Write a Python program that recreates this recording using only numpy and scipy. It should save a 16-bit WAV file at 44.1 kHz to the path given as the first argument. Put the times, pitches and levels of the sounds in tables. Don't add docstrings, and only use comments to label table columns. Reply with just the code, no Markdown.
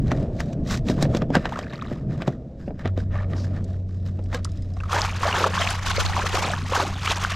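import sys
import numpy as np
from scipy import signal
from scipy.fft import rfft, irfft, next_fast_len
from scipy.io import wavfile
from scipy.ndimage import map_coordinates

SR = 44100
rng = np.random.default_rng(int(sys.argv[2]) if len(sys.argv) > 2 else 0)


def store_wav(level_fs):
    pcm = np.round(np.clip(np.atleast_2d(level_fs), -1, 1) * 32767)
    wavfile.write(sys.argv[1], SR, pcm.T.astype(np.int16))


N = 324395

# f/Hz, level/dB
RUMBLE_SPECTRUM = [(18, -8), (28, -1.5), (80, -3), (140, -13), (200, -120)]
# f/Hz, level/dB
CORD_SPECTRUM = [(300, -37.5), (600, 0), (1000, -14.5), (1700, -13.5), (3000, -12), (4700, -13),
                 (7400, -16), (10000, -31.5), (12500, -28.5), (15600, -38)]
# f/Hz, level/dB
SPRAY_SPECTRUM = [(290, -33), (500, -10), (759, -7.5), (815, -12), (1100, 10), (1960, -6.5), (4200, -16.5),
                  (6470, -18), (10100, -33.5), (12400, -34.5), (15600, -52)]
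GRIP_DB_PER_S, SLACK_DB_PER_S = 506, 402.5


def amp(db):
    return 10 ** (np.asarray(db) / 20)


def unit(x):
    return x / np.sqrt(np.mean(x ** 2) + 1e-20)


def along(points, hz):
    f, v = np.transpose(points)
    return np.interp(np.log(hz + 1), np.log(f + 1), v)


def curves(rows):
    s, *cols = np.transpose(rows)
    return [np.interp(np.arange(N) / SR, s, c) for c in cols]


def wobble(rate):
    return map_coordinates(rng.standard_normal(int(N * rate / SR) + 4), [np.arange(N) * rate / SR])


def held(start, hold, db, rise, fall):
    t = np.arange(N) / SR
    return db - rise * np.maximum(start - t, 0) - fall * np.maximum(t - start - hold, 0)


def together(levels_db):
    return 10 * np.log10(sum(amp(2 * db) for db in levels_db) + 1e-14)


def filtered(x, response):
    m = next_fast_len(N + 8192)
    return irfft(rfft(x, m) * response(np.fft.rfftfreq(m, 1 / SR)), m)[..., :N]


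def noise(spectrum, spiky_db=0, rate=300):
    white = rng.standard_normal(N) * amp(spiky_db * wobble(rate))
    return unit(filtered(white, lambda hz: amp(along(spectrum, hz))))


def split(x, hz, low_db, high_db):
    low = filtered(x, lambda f: 1 / (1 + (f / hz) ** 4))
    return amp(low_db) * unit(low) + amp(high_db) * unit(x - low)


def bubbles(s, db, hz, cycles, rise, size=SR // 20):
    turns = hz[:, None] * (np.arange(size) / SR)
    age = turns / cycles[:, None]
    shape = (1 - np.exp(-turns)) * np.exp(-3 * age)
    wave = amp(db)[:, None] * shape * np.sin(2 * np.pi * turns * (1 + rise * np.minimum(age, 2) / 2))
    at = np.round(s * SR).astype(int)[:, None] + np.arange(size)
    return np.bincount(at.ravel(), wave.ravel(), N + SR)[:N]


def drone():
    onset_s, attack_s = 2.845, 0.0073
    start_hz, rest_hz, settle_s = 94.95, 91.5, 0.792
    start_db, rest_db, ease_s = -23, -30, 1
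    age = np.maximum(np.arange(N) / SR - onset_s, 0)
    hz = rest_hz + (start_hz - rest_hz) * np.exp(-age / settle_s)
    db = rest_db + (start_db - rest_db) * np.exp(-age / ease_s)
    phase = 2 * np.pi * np.cumsum(hz) / SR
    firing = amp(0.52 * wobble(4.9)) * np.sin(phase)
    octave = amp(-16 + 3 * wobble(5)) * np.sin(2 * phase)
    return np.sqrt(2) * amp(db) * (firing + octave) * np.minimum(age / attack_s, 1)


def breeze():
    # t/s, gust level/dB, rumble level/dB
    gusts = [(0.0, -24.5, -27), (0.5, -27, -35), (1.1, -23.5, -28), (1.43, -31, -39), (1.75, -32, -46),
             (2.2, -27.5, -39), (2.55, -39, -42.5), (3.05, -34, -26), (3.5, -31, -36), (3.9, -37.5, -35.5),
             (4.6, -38, -35), (7.36, -41, -34)]
    # f/Hz, level/dB
    boom_spectrum = [(41, -13.5), (70, -6), (103, -5), (125, -1), (146, 0), (257, -8), (450, -24),
                     (580, -43.5), (990, -120)]
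    # f/Hz, level/dB
    roar_spectrum = [(200, -29.5), (330, 2), (650, 4), (800, -10.5), (1100, -22), (9000, -50.5),
                     (12000, -72.5)]
    gust_db, rumble_db = curves(gusts)
    rumble = amp(rumble_db + 2.0 * wobble(4.1)) * noise(RUMBLE_SPECTRUM)
    boom = amp(gust_db + 2.07 * wobble(9.7)) * noise(boom_spectrum)
    roar_db = -47.5 + 0.94 * (gust_db - gust_db.mean()) + 2.2 * wobble(7.5)
    return rumble + boom + amp(roar_db) * noise(roar_spectrum)


def cord(wet, count=9000):
    when, strength, pitch, life = rng.random((count, 4)).T
    film_db = -3 * np.log(strength + 0.012)
    films = bubbles(when * N / SR, film_db, 900 * 12 ** pitch, 3 + 9 * life, rise=0.39, size=SR // 100)
    hiss = amp(2.1 * wobble(700)) * rng.standard_normal(N)
    return filtered(unit(hiss) + wet * unit(films), lambda hz: amp(along(CORD_SPECTRUM, hz)))


def trickle(count=45):
    when, strength, life = rng.random((count, 3)).T
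    hz = 2300 * np.exp(0.36 * rng.standard_normal(count))
    db = -35 - 3 * np.log(strength + 0.0042)
    return bubbles(1.53 + 0.36 * when ** 2, db, hz, 3 + 10 * life, rise=0.29)


def rustle():
    # t/s, hold/s, level/dB, treble re level/dB
    strokes = [(0.032, 0.2, -51, -8.5), (0.343, 0.17, -61.5, 0), (0.7, 0.063, -57, -5),
               (0.716, 0.0042, -30.5, 0.5), (0.881, 0.045, -47.5, 0), (0.972, 0.073, -44.5, -8.5),
               (1.111, 0.09, -51, -7), (1.342, 0.31, -47, -11.5), (1.639, 0.35, -50, -11.5),
               (2.097, 0.24, -51.5, -11.5), (2.596, 0.094, -63, -6.5), (2.784, 0.096, -51.5, -14.5),
               (2.992, 0.015, -47, -8.5), (3.131, 0.1, -43, -22), (3.312, 0.062, -51, -10),
               (3.387, 0.071, -50, -7), (3.511, 0.065, -46, -15.5), (3.641, 0.15, -62.5, -2.5),
               (3.891, 0.43, -65.5, -3), (4.065, 0.013, -56.5, -2.5), (4.332, 0.05, -44.5, -14),
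               (4.434, 0.65, -65, -1)]
    slips_db = 2.5 * wobble(40) + 2.8 * wobble(200)
    idle_db = held(0, 4.9, -77, GRIP_DB_PER_S, SLACK_DB_PER_S)
    lows, highs = [idle_db], [idle_db]
    for s, hold, db, treble_db in strokes:
        stroke_db = held(s, hold, db, GRIP_DB_PER_S, SLACK_DB_PER_S) + slips_db
        lows.append(stroke_db)
        highs.append(stroke_db + treble_db)
    return trickle() + split(cord(wet=0.47), 2050, together(lows), together(highs))


def snaps():
    # t/s, relative level/dB, treble offset/dB, thump offset/dB
    crunches = [(0.1169, -20, -17.5, 7), (0.404, -24.5, -5.5, -11), (0.531, -42.5, -2.5, 9),
                (0.773, -42, 5, 2), (0.886, -26.5, -7.5, 0), (0.899, -27.5, -6.5, 14),
                (1.026, -24, 1, 11.5), (1.053, -31.5, -23, 13), (1.149, -23.5, -12.5, 11),
                (1.1701, -30.5, -2, 5), (1.22, -25.5, -21, 13.5), (1.304, -37.5, -15.5, 23),
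                (1.3527, -11.5, -15.5, -6), (1.368, -20, -24.5, 11), (1.456, -17.5, -22, -5),
                (1.5897, -25.5, -11, -18), (1.735, -29.5, -19.5, 3), (1.915, -51, -22, 32),
                (2.2201, -23, -19.5, -7), (2.2782, -25, -13, 15), (2.6803, -41.5, -36, 22),
                (2.707, -44, -35, 19), (2.8571, -21.5, -29, 3), (2.876, -32, -16.5, -6),
                (2.9762, -34.5, -13, 13), (3.334, -31, -29, 3.5), (4.191, -44.5, -17, 20.5),
                (4.346, -25, -4.5, 1)]
    t, reach = np.arange(N) / SR, SR // 10
    strain, clean = cord(wet=0.63), noise(CORD_SPECTRUM)
    body, crack_body = [split(x, 2880, 0, -99) for x in (strain, clean)]
    edge, crack_edge = [split(x, 3100, -99, 0) for x in (strain, clean)]
    low, high, blows = np.zeros((3, N))
    for s, db, treble_db, thump_db in crunches:
        near = slice(max(round(s * SR) - reach, 0), round(s * SR) + reach)
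        dt = t[near] - s
        stretch = amp(0.1 * (db + 28))
        crunch = 0.22 / np.cosh(dt / np.where(dt < 0, 0.0063, 0.0081) / stretch)
        crack = 1.26 * np.exp(-np.abs(dt) / np.where(dt < 0, 0.0002, 0.0025))
        low[near] += amp(db) * (crunch * body[near] + crack * crack_body[near])
        high[near] += amp(db + treble_db) * (crunch * edge[near] + crack * crack_edge[near])
        blows[near] += amp(db + thump_db - 4.5) * np.exp(-np.abs(dt) / np.where(dt < 0, 0.0015, 0.012))
    s, db, _, thump_db = np.transpose(crunches)
    thump_hz = 240 * np.exp(0.32 * rng.standard_normal(len(s)))
    thumps = bubbles(s, db + thump_db + 8, thump_hz, np.full(len(s), 3.5), rise=-0.16)
    hollow = noise([(100, -20), (170, -1), (650, -9), (1000, -32), (2000, -63.5)])
    dull = filtered(low + blows * hollow + thumps, lambda hz: 1 / (1 + (hz / 4500) ** 4))
    return dull + filtered(high, lambda hz: 1 / (1 + (hz / 15000) ** 4))


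def mesh_ring(x, count=5):
    # f/Hz, width/Hz, relative level/dB
    resonances = [(1100, 110, 3), (1700, 150, 6), (3890, 200, 4), (4870, 180, 4)]
    hz, width, db = np.transpose(resonances)[:, :, None]
    grips = amp([9 * wobble(7) for _ in range(count)])
    shifted_hz = hz * np.exp(0.12 * rng.standard_normal((count, len(resonances), 1)))
    rung = 0
    for grip, peak_hz in zip(grips / grips.sum(0), shifted_hz):
        def response(f):
            damping = 1j * f * width
            return 1 + (amp(db) * damping / (peak_hz ** 2 - f * f + damping)).sum(0)
        rung = rung + filtered(grip * x, response)
    return 0.89 * rung


def scrape():
    centre_hz, half_width_hz = 5100, 1100
    band = filtered(rng.standard_normal(N), lambda hz: 1 / (1 + ((hz - centre_hz) / half_width_hz) ** 2))
    db = held(3.385, 0.055, -50, GRIP_DB_PER_S, SLACK_DB_PER_S) + 2.6 * wobble(120)
    return amp(db) * unit(band)


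def clip_ticks():
    # t/s, click level/dB, ring offset/dB
    knocks = [(3.6424, -35.5, -24), (4.239, -42, -9), (4.368, -39, -14), (4.4466, -18, -14.5),
              (4.5178, -39, 3), (4.573, -43.5, 5), (4.622, -41, -4), (4.737, -43, 5.5)]
    modes = [(3900, -17, .05), (5050, -17, .11), (6900, -18, .012)]
    clicks, rings = np.zeros((2, N + SR))
    t = np.arange(SR // 5) / SR
    for s, db, ring_db in knocks:
        ring = sum(amp(mode_db + rng.normal(0, 3) - 60 * t / t60) * np.sin(2 * np.pi * hz * t)
                   for hz, mode_db, t60 in modes)
        rings[round(s * SR):][:len(t)] += amp(db + ring_db) * ring
        clicks[round(s * SR):][:len(t)] += amp(db - 60 * t / 0.025) * rng.standard_normal(len(t))
    clicks = filtered(clicks[:N], lambda hz: 1 / (1 + (3500 / (hz + 1)) ** 4) / (1 + (hz / 8400) ** 8))
    return amp(5.0 * wobble(90)) * rings[:N] + clicks


def float_clank(knock_s=4.345):
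    # f/Hz, level/dB, t60/s
    modes = [(493, 2.5, 0.11), (1070, -7, 0.11), (1640, -1, 0.068), (3030, -13.5, 0.1)]
    t = np.maximum(np.arange(N) / SR - knock_s, 0)
    ring = sum(amp(db - 60 * t / t60) * np.sin(2 * np.pi * hz * t) for hz, db, t60 in modes)
    return amp(-26.5 + 3 * wobble(150)) * ring


def plops():
    # t/s, level/dB, nominal f/Hz
    slaps = [(1.522, -18.5, 850), (1.557, -21.5, 1240), (1.572, -22.5, 1020), (1.822, -20.5, 1170),
             (4.452, -25.5, 1240), (4.472, -33.5, 1200), (4.767, -29, 680), (4.803, -27, 2540),
             (4.807, -30, 1480), (4.835, -21.5, 1200), (4.856, -25.5, 1150), (4.894, -24, 1250),
             (4.93, -6.5, 1155), (4.965, -8, 900), (5.028, -19, 1130), (5.048, -10.5, 1175),
             (5.231, -6.5, 1010), (5.263, -9, 597), (5.279, -11.5, 810), (5.327, -12.5, 2720),
             (5.441, -5.5, 1210), (5.47, -12.5, 594), (5.552, -18, 904), (5.619, -11.5, 3040),
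             (5.904, -15.5, 1420), (6.133, -19, 1810), (6.165, -11.5, 1040), (6.358, -14.5, 1110),
             (6.535, -12.5, 1600), (6.721, -10, 494), (6.754, -11, 735), (6.798, -11.5, 925),
             (7.06, -16.5, 2170), (7.076, -15.5, 1210)]
    s, db, hz = np.transpose(slaps)
    hits = np.bincount(np.round(s * SR).astype(int), amp(db - 11), N)[:N]
    t = np.arange(SR // 20) / SR
    splat_shape = (1 - np.exp(-t / 0.00065)) * amp(-60 * t / 0.037)
    splats = signal.fftconvolve(hits, splat_shape)[:N] * noise(SPRAY_SPECTRUM)
    early, late = s < 1.7, s >= 1.7
    drips = bubbles(s[early], db[early], 0.89 * hz[early], hz[early] / 60, rise=0.76)
    return splats + drips + bubbles(s[late], db[late], hz[late], 4 + hz[late] / 160, rise=0.13)


def pops():
    # t/s, relative level/dB, f/Hz
    slaps = [(5.018, -7, 4870), (5.674, -9.5, 2360), (5.981, -14.5, 517), (6.063, -11, 3960),
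             (6.372, -12, 1140), (7.2486, -8, 1380)]
    s, db, hz = np.transpose(slaps)
    return bubbles(s, db + 9, hz, np.full(len(s), 4.5), rise=0.087)


def splash():
    # t/s, hold/s, relative gurgle level/dB, slosh offset/dB, spray offset/dB
    bouts = [(4.932, 0.08, -23, -5, -2.5), (5.048, 0.0071, -26, -18, 0.5), (5.227, 0.14, -24, -5, -3.5),
             (5.406, 0.059, -21, 0, -2.5), (5.551, 0.026, -21, -13, -4.5), (5.61, 0.025, -21.5, -20, 0.5),
             (5.672, 0.046, -25.5, -16, 1), (5.876, 0.023, -27, -8, 4.5), (5.955, 0.097, -26.5, -9, 0.5),
             (6.144, 0.12, -25, -8, -2.5), (6.307, 0.011, -29, -16, 1), (6.344, 0.11, -24, -3, -1),
             (6.49, .06, -27.5, -14, -3.5), (6.727, 0.037, -22, -6.5, -2), (6.775, 0.031, -21, 1.5, -1),
             (7.077, 0.07, -27, -7.5, 5), (7.233, 0.004, -28.5, -10, 3), (7.322, .005, -32, -10, 5.5)]
    lift_s, swarm_s = 4.93, 4.75
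    pour_db = held(lift_s, N / SR, -33.5, rise=263, fall=0)
    gurgles, sloshes, sprays = [pour_db], [pour_db - 24], [pour_db]
    for s, hold, db, slosh_offset, spray_offset in bouts:
        bout_db = held(s, hold, db, rise=500, fall=250)
        gurgles.append(bout_db)
        sloshes.append(bout_db + slosh_offset)
        sprays.append(bout_db + spray_offset)
    gurgle_db, slosh_db, spray_db = together(gurgles), together(sloshes), together(sprays)
    slaps_db = 3.2 * wobble(70)
    spray = noise(SPRAY_SPECTRUM, spiky_db=0.5, rate=350)
    fizz_db = spray_db - 11.5 + 0.92 * slaps_db + 2.74 * wobble(150)
    water = split(spray, 2390, gurgle_db - 14 + slaps_db, fizz_db)
    # count, level/dB, middle f/Hz, log pitch scatter, life/cycles
    swarms = [(650, gurgle_db - 6, 1050, 0.3116, 12),
              (1100, slosh_db - 5.5, 516, 0.3, 2.7),
              (2000, spray_db - 8, 2705, 0.451, 8.4)]
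    for count, level_db, mid_hz, scatter, cycles in swarms:
        when, strength, life = rng.random((count, 3)).T
        hz = mid_hz * np.exp(scatter * rng.standard_normal(count))
        s = swarm_s + (N / SR - swarm_s) * when
        swarm = bubbles(s, -3.1 * np.log(strength + 0.0096), hz, cycles * (0.5 + life), rise=0.3)
        water = water + amp(level_db + 0.45 * slaps_db) * swarm / np.std(swarm[int(swarm_s * SR):])
    return water


def microphone(x):
    # f/Hz, side re mid/dB
    side_spectrum = [(60, -29), (150, -23), (380, -15.5), (950, -26), (2380, -13), (5980, -6), (15000, 4.5)]
    wide_s, narrow_s, wide_db = 5.72, 6.38, 3
    width_db = held(wide_s, narrow_s - wide_s, wide_db, rise=27, fall=59)
    hz, t, spectra = signal.stft(x, SR, nperseg=512)
    frame_db = np.interp(t * SR, np.arange(N), np.maximum(width_db, -40))
    side_db = along(side_spectrum, hz)[:, None] + frame_db / (1 + (hz[:, None] / 5000) ** 2)
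    scattered = spectra * amp(side_db) * np.exp(2j * np.pi * rng.random(spectra.shape))
    diffuse = 0.9 * signal.istft(scattered, SR, nperseg=512)[1][:N]
    wind = amp(width_db - 42 + 5 * wobble(8)) * noise(RUMBLE_SPECTRUM)
    treble = filtered(x, lambda f: 1 / (1 + (1500 / (f + 1)) ** 2))
    lean = 0.054 * amp(width_db - wide_db) * treble
    side = diffuse + wind + lean
    return np.array([x + side, x - side])


def scene():
    wind = breeze()
    net = mesh_ring(rustle() + snaps()) + scrape() + clip_ticks() + float_clank()
    water = splash() + plops() + pops()
    return microphone(wind + net + water) + drone()


def record(dry):
    ceiling, top_hz = 0.7, 15750
    rounded = dry / (1 + np.abs(dry / ceiling) ** 4) ** 0.25
    return filtered(rounded, lambda hz: hz < top_hz)


dry = scene()
out = record(dry)
store_wav(out)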